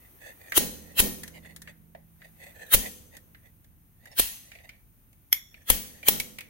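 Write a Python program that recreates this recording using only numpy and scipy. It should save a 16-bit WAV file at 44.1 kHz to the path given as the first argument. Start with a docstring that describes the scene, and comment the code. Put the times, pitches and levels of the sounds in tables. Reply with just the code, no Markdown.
"""Slide hammer on a seized wheel bearing

A slide hammer hooked behind the bearing is jerked six times in a garage, close to the microphone.
A noise swell with faint steel tones leads into each blow's noise burst; hub tones ring, low modes boom and rock.
Filtered noise scrapes the weight along the shaft, knocks the loose hook in its bore and clinks it once.
Room rumble and a fine hiss lie underneath."""
import sys
import numpy as np
from scipy import signal
from scipy.fft import rfft, irfft, next_fast_len
from scipy.io import wavfile
from scipy.ndimage import uniform_filter1d, map_coordinates

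SR = 44100
rng = np.random.default_rng(int(sys.argv[2]) if len(sys.argv) > 2 else 0)


def int16_out(signal):
    """Quantize to a 16-bit WAV file."""
    q = np.round(np.clip(np.atleast_2d(signal).T, -1, 1) * 32767)
    wavfile.write(sys.argv[1], SR, q.astype(np.int16))


N = 286209
T = np.arange(N) / SR


def undb(db):
    """Decibels to gain."""
    return 10 ** (np.asarray(db) / 20)


def unit(x):
    """Scale each channel to rms 1."""
    return x / np.sqrt(np.mean(x ** 2, axis=-1, keepdims=True))


def noise(seconds):
    """Unrelated white noise for the two ports, with its time axis."""
    t = T[:int(seconds * SR)]
    return t, rng.standard_normal((2, len(t)))


def fade(t, t60):
    """Exponential decay by 60 dB in t60 seconds."""
    return np.exp(-np.log(1000) * t / t60)


def jitter(t, rate):
    """Random values of spread 1, joined by straight lines, at the given rate per second."""
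    knots = np.arange(0, t[-1] + 1 / rate, 1 / rate)
    return np.interp(t, knots, rng.standard_normal(256)[:len(knots)])


def colour(x, points, ripple_db=0):
    """Causal filter of unit power gain through (Hz, dB) points; crowded modes ripple it."""
    size = 2 * next_fast_len(x.shape[-1] // 2 + 1024)
    hz, db = np.transpose(points)
    bins = np.fft.rfftfreq(size, 1 / SR) + 1
    grid = np.arange(0, SR / 2, 110)
    ripple = np.array([np.interp(bins, grid, row) for row in rng.standard_normal((2, len(grid)))])
    crowding = bins / (bins + 1200)  # modes crowd towards the treble
    curve = np.interp(np.log(bins), np.log(hz), db)
    gain = unit(undb(curve + ripple_db * ripple * crowding))
    # Folding the cepstrum gives minimum phase, so nothing sounds ahead of its cause.
    cepstrum = irfft(np.log(gain))
    cepstrum[:, 1:size // 2] *= 2
    cepstrum[:, size // 2 + 1:] = 0
    return irfft(rfft(x, size) * np.exp(rfft(cepstrum)))[:, :x.shape[-1]]


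def resonate(x, hz, width_hz):
    """One resonance that keeps the power of white noise."""
    peak = signal.iirpeak(hz, hz / width_hz, SR)
    return signal.lfilter(*peak, x) * np.sqrt(SR / np.pi / width_hz)


def clang(modes, t, width_hz):
    """Clusters of close modes, as narrow noise bands, that beat unevenly as they die."""
    grit = rng.standard_normal((2, 2 * len(t)))
    out = 0
    for hz, db, t60 in modes:
        settled = resonate(grit, hz, width_hz)[:, len(t):]  # skip the filter's build-up
        out = out + undb(db) * settled * fade(t, t60)
    return out


def ring(modes, seconds, scatter_db, spread):
    """Decaying sines; each blow weights them anew and each port hears its own phase."""
    t, out = T[:int(seconds * SR)], 0
    for hz, db, t60 in modes:
        phase = spread * rng.choice([-1, 1]) * np.array([[1], [-1]])
        level = undb(db + scatter_db * rng.standard_normal())
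        out = out - level * fade(t, t60) * np.sin(2 * np.pi * hz * t + phase)
    return out


def pan(x, db):
    """Tilt the level towards the left port."""
    return x * undb(np.array([[db], [-db]]) / 2)


def add(track, s, x):
    """Mix a sound in at time s."""
    start = int(s * SR)
    track[:, start:start + x.shape[1]] += x[:, :N - start]


# Room tone spectrum. Each row: frequency in Hz, relative level in dB per Hz.
ROOM_COLOUR = [(12, -29), (20, -13), (38, -2.5), (96, -1.5), (262, -12.5), (357, -21), (499, -33.5),
               (1030, -41), (1440, -43), (1900, -43.5), (2600, -45.5), (5000, -53.5), (6400, -47.5),
               (7800, -53.5), (9300, -39), (10300, -45), (11800, -42), (12600, -34.5), (14000, -38),
               (16000, -37)]
# The hiss sinks and swells. Each row: time in seconds, relative level in dB.
HISS_LEVEL = [(0, 13), (.5, 14), (2, 4.5), (2.5, 12.5), (3.7, 5), (6.4, 6.5)]
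ROOM_DB = -62.5


def garage(hiss_db):
    """Low room rumble, about half of its power shared by both ports, under a fine unshared hiss."""
    air = rng.standard_normal((3, N))
    low_pass = signal.butter(2, 600, fs=SR, output="sos")
    high_pass = signal.butter(2, 600, "high", fs=SR, output="sos")
    rumble = signal.sosfilt(low_pass, colour(air[:2] + air[2] * 1.08, ROOM_COLOUR))
    hiss = signal.sosfilt(high_pass, colour(air[:2], ROOM_COLOUR))
    drift_db = np.interp(T, *np.transpose(HISS_LEVEL))
    return undb(ROOM_DB) * (rumble + hiss * undb(hiss_db + drift_db))


# The shaft's resonances wander as the weight moves: spread as a share of pitch, random values per second.
WANDER, WANDER_RATE = 0.04, 11


def wander(x):
    """Bend all resonances of a sound up and down together by varying its playback speed."""
    place = np.cumsum(1 + WANDER * jitter(T[:x.shape[1]], WANDER_RATE))
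    return np.array([map_coordinates(port, [place], mode="mirror") for port in x])


# The weight is drawn along the shaft.
# Each row: loudest moment in seconds, time from there to 1/e of the level in seconds, level in dB.
RUBS = [(0.045, 0.034, -59), (0.267, 0.052, -45.5), (1.365, 0.025, -49.5), (1.483, 0.053, -53),
        (1.687, 0.024, -48), (2.252, 0.036, -55), (2.454, 0.055, -47.5), (2.86, 0.037, -42.5),
        (3.156, 0.028, -51), (3.462, 0.028, -60.5), (4.61, 0.14, -58)]
# Resonances of the rubbed shaft, before each rub detunes and widens them.
# Each row: frequency in Hz, width in Hz, relative level in dB.
SHAFT = [(570, 30, -11.5), (1980, 16, 0.5), (2610, 31, -12), (3650, 87, -17), (4610, 43, -17.5),
         (6800, 150, -16), (8000, 36, -32.5), (9200, 160, -17.5), (8600, 450, -19), (11100, 66, -21),
         (11600, 82, -16)]
# Spectral tilt of a rub. Each row: frequency in Hz, relative level in dB per Hz.
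RUB_TILT = [(200, -18.5), (550, 1.5), (1200, -11.5), (1800, 3), (5000, -4), (8000, -9.5)]
# The slide ahead of each blow: loudest this long before it, and time to 1/e, in seconds.
SLIDE_LEAD_S, SLIDE_HALF_S = 0.105, 0.074
# A rub catches and frees unevenly: level spread in dB, random values per second, widening by the grip in Hz.
CATCH_DB, CATCH_RATE, GRIP_HZ = 3.5, 70, 120


def scrape(grain_db, hiss_db, hollow_db):
    """The weight drags over the shaft; grainy noise rings the shaft and the hollow hub."""
    out = np.zeros((2, N))
    slides = [(s - SLIDE_LEAD_S, SLIDE_HALF_S, db) for s, db, *_ in BLOWS]
    for s, half, db in slides + RUBS:
        t, grit = noise(.4)
        grain = unit(uniform_filter1d(rng.standard_normal(len(t)), size=100))
        grit = grit * undb(grain_db * grain + CATCH_DB * jitter(t, CATCH_RATE))
        tones = 0
        for hz, width, gain in SHAFT:
            tone = resonate(grit, hz * rng.uniform(.92, 1.0), width + GRIP_HZ)
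            tones = tones + undb(gain) * tone * np.sqrt(width)
        hollow = undb(hollow_db) * unit(resonate(resonate(grit, 690, 520), 690, 520))
        blend = unit(tones) + undb(hiss_db) * unit(grit) + hollow
        sound = unit(colour(blend, RUB_TILT, ripple_db=4))
        start = max(s - t[-1] / 2, 0)
        swell = np.exp(-((t + start - s) / half) ** 2)
        add(out, start, pan(undb(db) * wander(sound) * swell, -1.3))
    return out


# Hook knocks in the bore.
# Each row: start in seconds, bright edge in dB, body in dB, hollow low note in dB.
KNOCKS = [(0.5206, -33.5, -23, -41), (1.234, -32, -37, -63), (1.278, -37.5, -45, -64),
          (1.4476, -73, -45.5, -63), (1.5625, -37.5, -48, -66), (1.6186, -38, -47, -70),
          (1.674, -62, -38, -70), (1.9486, -67.5, -46, -32.5), (2.2172, -66, -44, -57.5),
          (3.168, -40, -50.5, -71), (3.3464, -63, -46, -75.5), (3.644, -57.5, -63, -63.5),
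          (4.0562, -48.5, -48.5, -63.5), (4.5161, -53, -40, -60), (4.5516, -56, -43.5, -46),
          (4.5862, -70, -50, -53), (4.6912, -48, -37.5, -52), (5.1294, -57.5, -67, -63),
          (5.542, -65, -43.5, -75), (6.0293, -46.5, -36.5, -37), (6.1996, -19, -29, -64),
          (6.3853, -37, -32, -57), (6.4073, -38.5, -36, -68)]
# Bright edge spectrum. Each row: frequency in Hz, relative level in dB per Hz.
EDGE = [(200, 0), (700, -8.5), (1500, -10.5), (3300, 1), (5000, -2.5), (6700, 0), (7700, -2), (10000, 1.5),
        (14000, -2), (16000, -2)]
# The body note depends on how the hook sits: before and after the blow that reseats it.
SEAT_HZ, RESEATED_HZ, RESEATED_S = 1861, 2284, 4.2


def knocks(edge_t60, body_t60, tail_db, tail_t60):
    """The loose hook taps the bore: a body note and a hollow low note under a bright edge, with a tail."""
    out = np.zeros((2, N))
    for s, edge_db, body_db, hollow_db in KNOCKS:
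        hz = SEAT_HZ if s < RESEATED_S else RESEATED_HZ
        t, grit = noise(.35)
        tail = undb(tail_db) * fade(t, tail_t60)
        soft_onset = 1 - np.exp(-t / 0.00066)
        push = grit * (fade(t, body_t60) + tail) * soft_onset
        note = [(hz / 2, -24), (hz * 0.78, -12), (hz, 0), (hz * 1.33, -14), (hz * 2, -22), (hz * 4, -40)]
        body = colour(push, note, ripple_db=3.5)
        hollow = resonate(resonate(push, 610, 300), 610, 300) / np.sqrt(SR / 300)
        # The ports swap noise, so edge and body stay unrelated within each port.
        edge = colour(grit[::-1] * (fade(t, edge_t60) + tail / 2), EDGE, ripple_db=3.5)
        add(out, s, undb(body_db) * body + undb(hollow_db) * hollow + pan(undb(edge_db) * edge, 1.2))
    return out


# The hook hits the race. The pair: time in seconds, level in dB.
CLINK = (5.3275, -7)
# Swell and crack spectrum. Each row: frequency in Hz, relative level in dB per Hz.
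CLINK_COLOUR = [(180, -66), (300, -31), (1660, -28.5), (2100, -7.5), (2740, -23.5), (3290, -9), (3830, -24),
                (5080, -18.5), (5700, -13), (7570, -27), (10600, -17.5), (11700, -3.5), (13100, -9.5),
                (14200, -9), (16000, -35.5)]
# Mode clusters of the free hook. Each row: frequency in Hz, relative level in dB, t60 in seconds.
CLINK_MODES = [(2150, 4.5, 0.29), (3410, -2.5, 0.49), (5590, -5, 0.6), (6720, -6.5, 0.43),
               (11400, -7, 0.52), (14300, 1, .24)]
# Short diffuse tail relative to the crack, and gain of the free ring.
CLINK_TAIL_DB, CLINK_RING_DB = -17.5, -43.5


def clink(crack_t60, tail_db, tail_t60, modes_db):
    """A short noise swell leads into one hard contact, which leaves the hook ringing freely."""
    out, (s, db) = np.zeros((2, N)), CLINK
    t, grit = noise(.6)
    crack = fade(np.maximum(t - .0015, 0), crack_t60)
    shape = crack + undb(tail_db) * fade(t, tail_t60)
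    swell = undb(-25) * grit[::-1] * fade(t[::-1], 0.029)
    contact = colour(np.hstack([swell, grit * shape]), CLINK_COLOUR, ripple_db=1.5)
    add(out, s - len(t) / SR, undb(db) * contact)
    add(out, s, undb(modes_db) * clang(CLINK_MODES, t, width_hz=110))
    return out


# Suspension and dust shield modes. Each row: frequency in Hz, relative level in dB, t60 in seconds.
BOOM_MODES = [(76.7, -16.5, 4.2), (165.3, -23.5, 9.1), (206, 3, 0.47), (214, -21, 4.9), (246, -4, 0.65),
              (279, -8, .3), (296, -21, 2.7), (384, -11.5, 0.59), (502, -15, 1), (698, -10, 0.17),
              (822, -11.5, 0.36)]
# Spectrum of the dense low wash. Each row: frequency in Hz, relative level in dB per Hz.
BOOM_COLOUR = [(40, -2), (85, -8), (130, -4.5), (230, 1.5), (330, -6), (480, -3), (800, -16), (1100, -17.5),
               (2500, -37.5)]


def boom(build_s, wash_db, wash_t60):
    """The shock spreads into suspension and bodywork, whose low modes build up late."""
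    t, dense = noise(2)
    decay = fade(t, wash_t60) + undb(-23.5) * fade(t, 2.4)
    wash = undb(wash_db) * colour(dense * decay, BOOM_COLOUR, ripple_db=6)
    modes = ring(BOOM_MODES, seconds=2, scatter_db=2.0, spread=0.23)
    return (wash + modes) * (1 - np.exp(-(t / build_s) ** 2))


# Clusters of close tool and hub modes.
# Each row: frequency in Hz, relative level in dB, t60 of the struck ring in seconds.
STEEL_MODES = [(1850, -4.5, 0.49), (2710, -11, 0.34), (3144, 2, .35), (4230, -8, 0.28), (6220, -8, 0.89),
               (6740, -10, 0.71), (8140, -10.5, 0.87), (10830, -2.5, 0.23), (11560, -1.5, 0.41),
               (11000, -9, 0.34), (12230, -9, 0.34), (11890, -1, 0.5), (13750, 1.5, 0.49), (14000, 4, .45),
               (13545, -8.5, .45), (13670, -2.5, .45), (13170, 0, 0.53), (15600, 0, .35), (15800, 7.5, .35)]
# Dense hub ring spectrum. Each row: frequency in Hz, relative level in dB per Hz.
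RING_COLOUR = [(100, -15.5), (400, -12.5), (800, -8), (1300, -10.5), (2000, -3), (3200, 1), (5000, -2.5),
               (6400, -0.5), (7600, -2.5), (10800, -0.5), (12300, -2.5), (13500, 2.5), (15700, -6.5)]


def ring_out(hook_hz, early_t60, late_t60, late_db, modes_db, hook_db):
    """Countless hub modes die fast, the garage holds them longer, the hook and some steel tones stand out."""
    t, dense = noise(.9)
    dense = dense * (fade(t, early_t60) + undb(late_db) * fade(t, late_t60))
    hook = undb(hook_db) * resonate(dense, hook_hz, 250)
    steel = undb(modes_db) * clang(STEEL_MODES, t, width_hz=7.6)
    return colour(dense, RING_COLOUR, ripple_db=4.5) + hook + steel


# Spectrum of the swell into a blow. Each row: frequency in Hz, relative level in dB per Hz.
LEAD_IN_COLOUR = [(60, -4), (350, -4), (1100, -4), (2000, -1), (3200, 1), (5000, -8), (7500, -8.5),
                  (9000, -4), (12000, -8), (13800, -11), (15700, 3)]


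def lead_in(hook_hz, rise_t60, hook_db, modes_db):
    """A noise swell with faint steel tones rises into the blow and stops at the impact."""
    t, grit = noise(.08)
    swell = grit * np.tanh(2.4 * fade(t[::-1], rise_t60))
    tones = sum(undb(db) * resonate(swell, hz, 83) for hz, db, _ in STEEL_MODES)
    hook = undb(hook_db) * resonate(swell, hook_hz, 700)
    return colour(swell, LEAD_IN_COLOUR, ripple_db=12.0) + hook + undb(modes_db) * tones


# Steel on steel spectrum. Each row: frequency in Hz, relative level in dB per Hz.
IMPACT_COLOUR = [(60, -12), (350, 5.5), (900, -0.5), (1600, -9), (3200, 0.5), (5000, -7), (7500, -4),
                 (10000, -2), (12300, 1.5), (13500, 5), (15700, -8.5)]


def impact(length, hook_hz, t60, hook_db):
    """Steel chatter as a noise burst that holds for half its length, then dies, and excites the hook."""
    t, grit = noise(.06)
    burst = grit * fade(np.maximum(t - length / 2, 0), t60)
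    steel = colour(burst, IMPACT_COLOUR, ripple_db=4.5)
    return steel + undb(hook_db) * resonate(burst, hook_hz, 450)


# Hammer blows. Each row: impact time in seconds, slide in dB, lead-in swell in dB, impact in dB, boom in dB,
# rocking in dB, chatter length in seconds, hook resonance in Hz, left minus right of swell and impact in dB.
BLOWS = [(0.5761, -51, -10.5, -10.5, -34.5, -44, 0.0052, 10740, 2.5),
         (1.0000, -56, -9, -12.5, -32.5, -34.5, 0.0073, 11100, -0.5),
         (2.7447, -48.5, -5.5, -11.5, -40, -31.5, 0.0072, 10700, 1),
         (4.1954, -56.5, -15, -12, -57, -39, 0.008, 10800, 0),
         (5.7004, -65, -22, -8, -40.5, -33, 0.0039, 11300, 1.5),
         (6.0841, -55.5, -16, -4, -36.5, -47, 0.002, 11870, 0.5)]
# The whole corner of the car rocks. Each row: frequency in Hz, relative level in dB, t60 in seconds.
ROCK_MODES = [(26.7, 7.5, 0.2), (45.8, 3, 0.24), (70, 5, 0.23)]
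# The weight grazes its stop one chatter length early, at a level relative to the lead-in swell.
GRAZE_DB = -9
# It bounces back once, at a level relative to the impact.
REBOUND_S, REBOUND_DB = 0.007, -12.5
# Every blow leaves the hub ringing about equally; the steel tones are set relative to that ring.
RING_DB, STEEL_DB = -29, -12.5


def hammer():
    """Each stroke: lead-in swell, graze, impact and rebound; then ring, boom and rocking."""
    out = np.zeros((2, N))
    for s, _, swell_db, hit_db, boom_db, rock_db, length, hook_hz, pan_db in BLOWS:
        swell = lead_in(hook_hz, rise_t60=0.06, hook_db=-22.5, modes_db=-20.5)
        add(out, s - swell.shape[1] / SR, pan(undb(swell_db) * swell, pan_db))
        hit = impact(length, hook_hz, t60=0.021, hook_db=-6)
        add(out, s, pan(undb(hit_db) * hit, pan_db))
        graze = (s - length, swell_db + GRAZE_DB)
        rebound = (s + REBOUND_S, hit_db + REBOUND_DB)
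        for when, db in [graze, rebound]:
            touch = impact(0.00094, 13600, t60=0.022, hook_db=3.5)
            add(out, when, pan(undb(db) * touch, 2.7))
        tail = ring_out(hook_hz, early_t60=0.26, late_t60=0.64, late_db=-2.5, modes_db=STEEL_DB, hook_db=-13.0)
        add(out, s, pan(undb(RING_DB) * tail, 1.0))
        low = boom(build_s=0.025, wash_db=7, wash_t60=0.34)
        add(out, s, pan(undb(boom_db) * low, -5.0))
        rocking = ring(ROCK_MODES, seconds=.5, scatter_db=2, spread=0.48)
        add(out, s, pan(undb(rock_db) * rocking, 6))
    return out


def scene():
    """All sounds of the job together."""
    room = garage(hiss_db=10)
    rubs = scrape(grain_db=2.5, hiss_db=-12, hollow_db=-6.5)
    taps = knocks(edge_t60=0.031, body_t60=0.037, tail_db=-15.5, tail_t60=.3)
    contact = clink(crack_t60=0.01, tail_db=CLINK_TAIL_DB, tail_t60=0.16, modes_db=CLINK_RING_DB)
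    return room + rubs + taps + contact + hammer()


TOP_HZ = 15850


def record(dry):
    """The right port favours the mids, the left the treble; high peaks are rounded and the top is cut."""
    mids = signal.lfilter(*signal.butter(1, [900, 3000], "band", fs=SR), dry)
    treble = signal.lfilter(*signal.butter(1, 12000, "high", fs=SR), dry)
    ports = dry - mids - treble + pan(mids, -2.5) + pan(treble, 2.5)
    top_cut = signal.ellip(12, .2, 85, TOP_HZ, fs=SR, output="sos")
    return signal.sosfilt(top_cut, np.tanh(ports))


dry = scene()
out = record(dry)
int16_out(out)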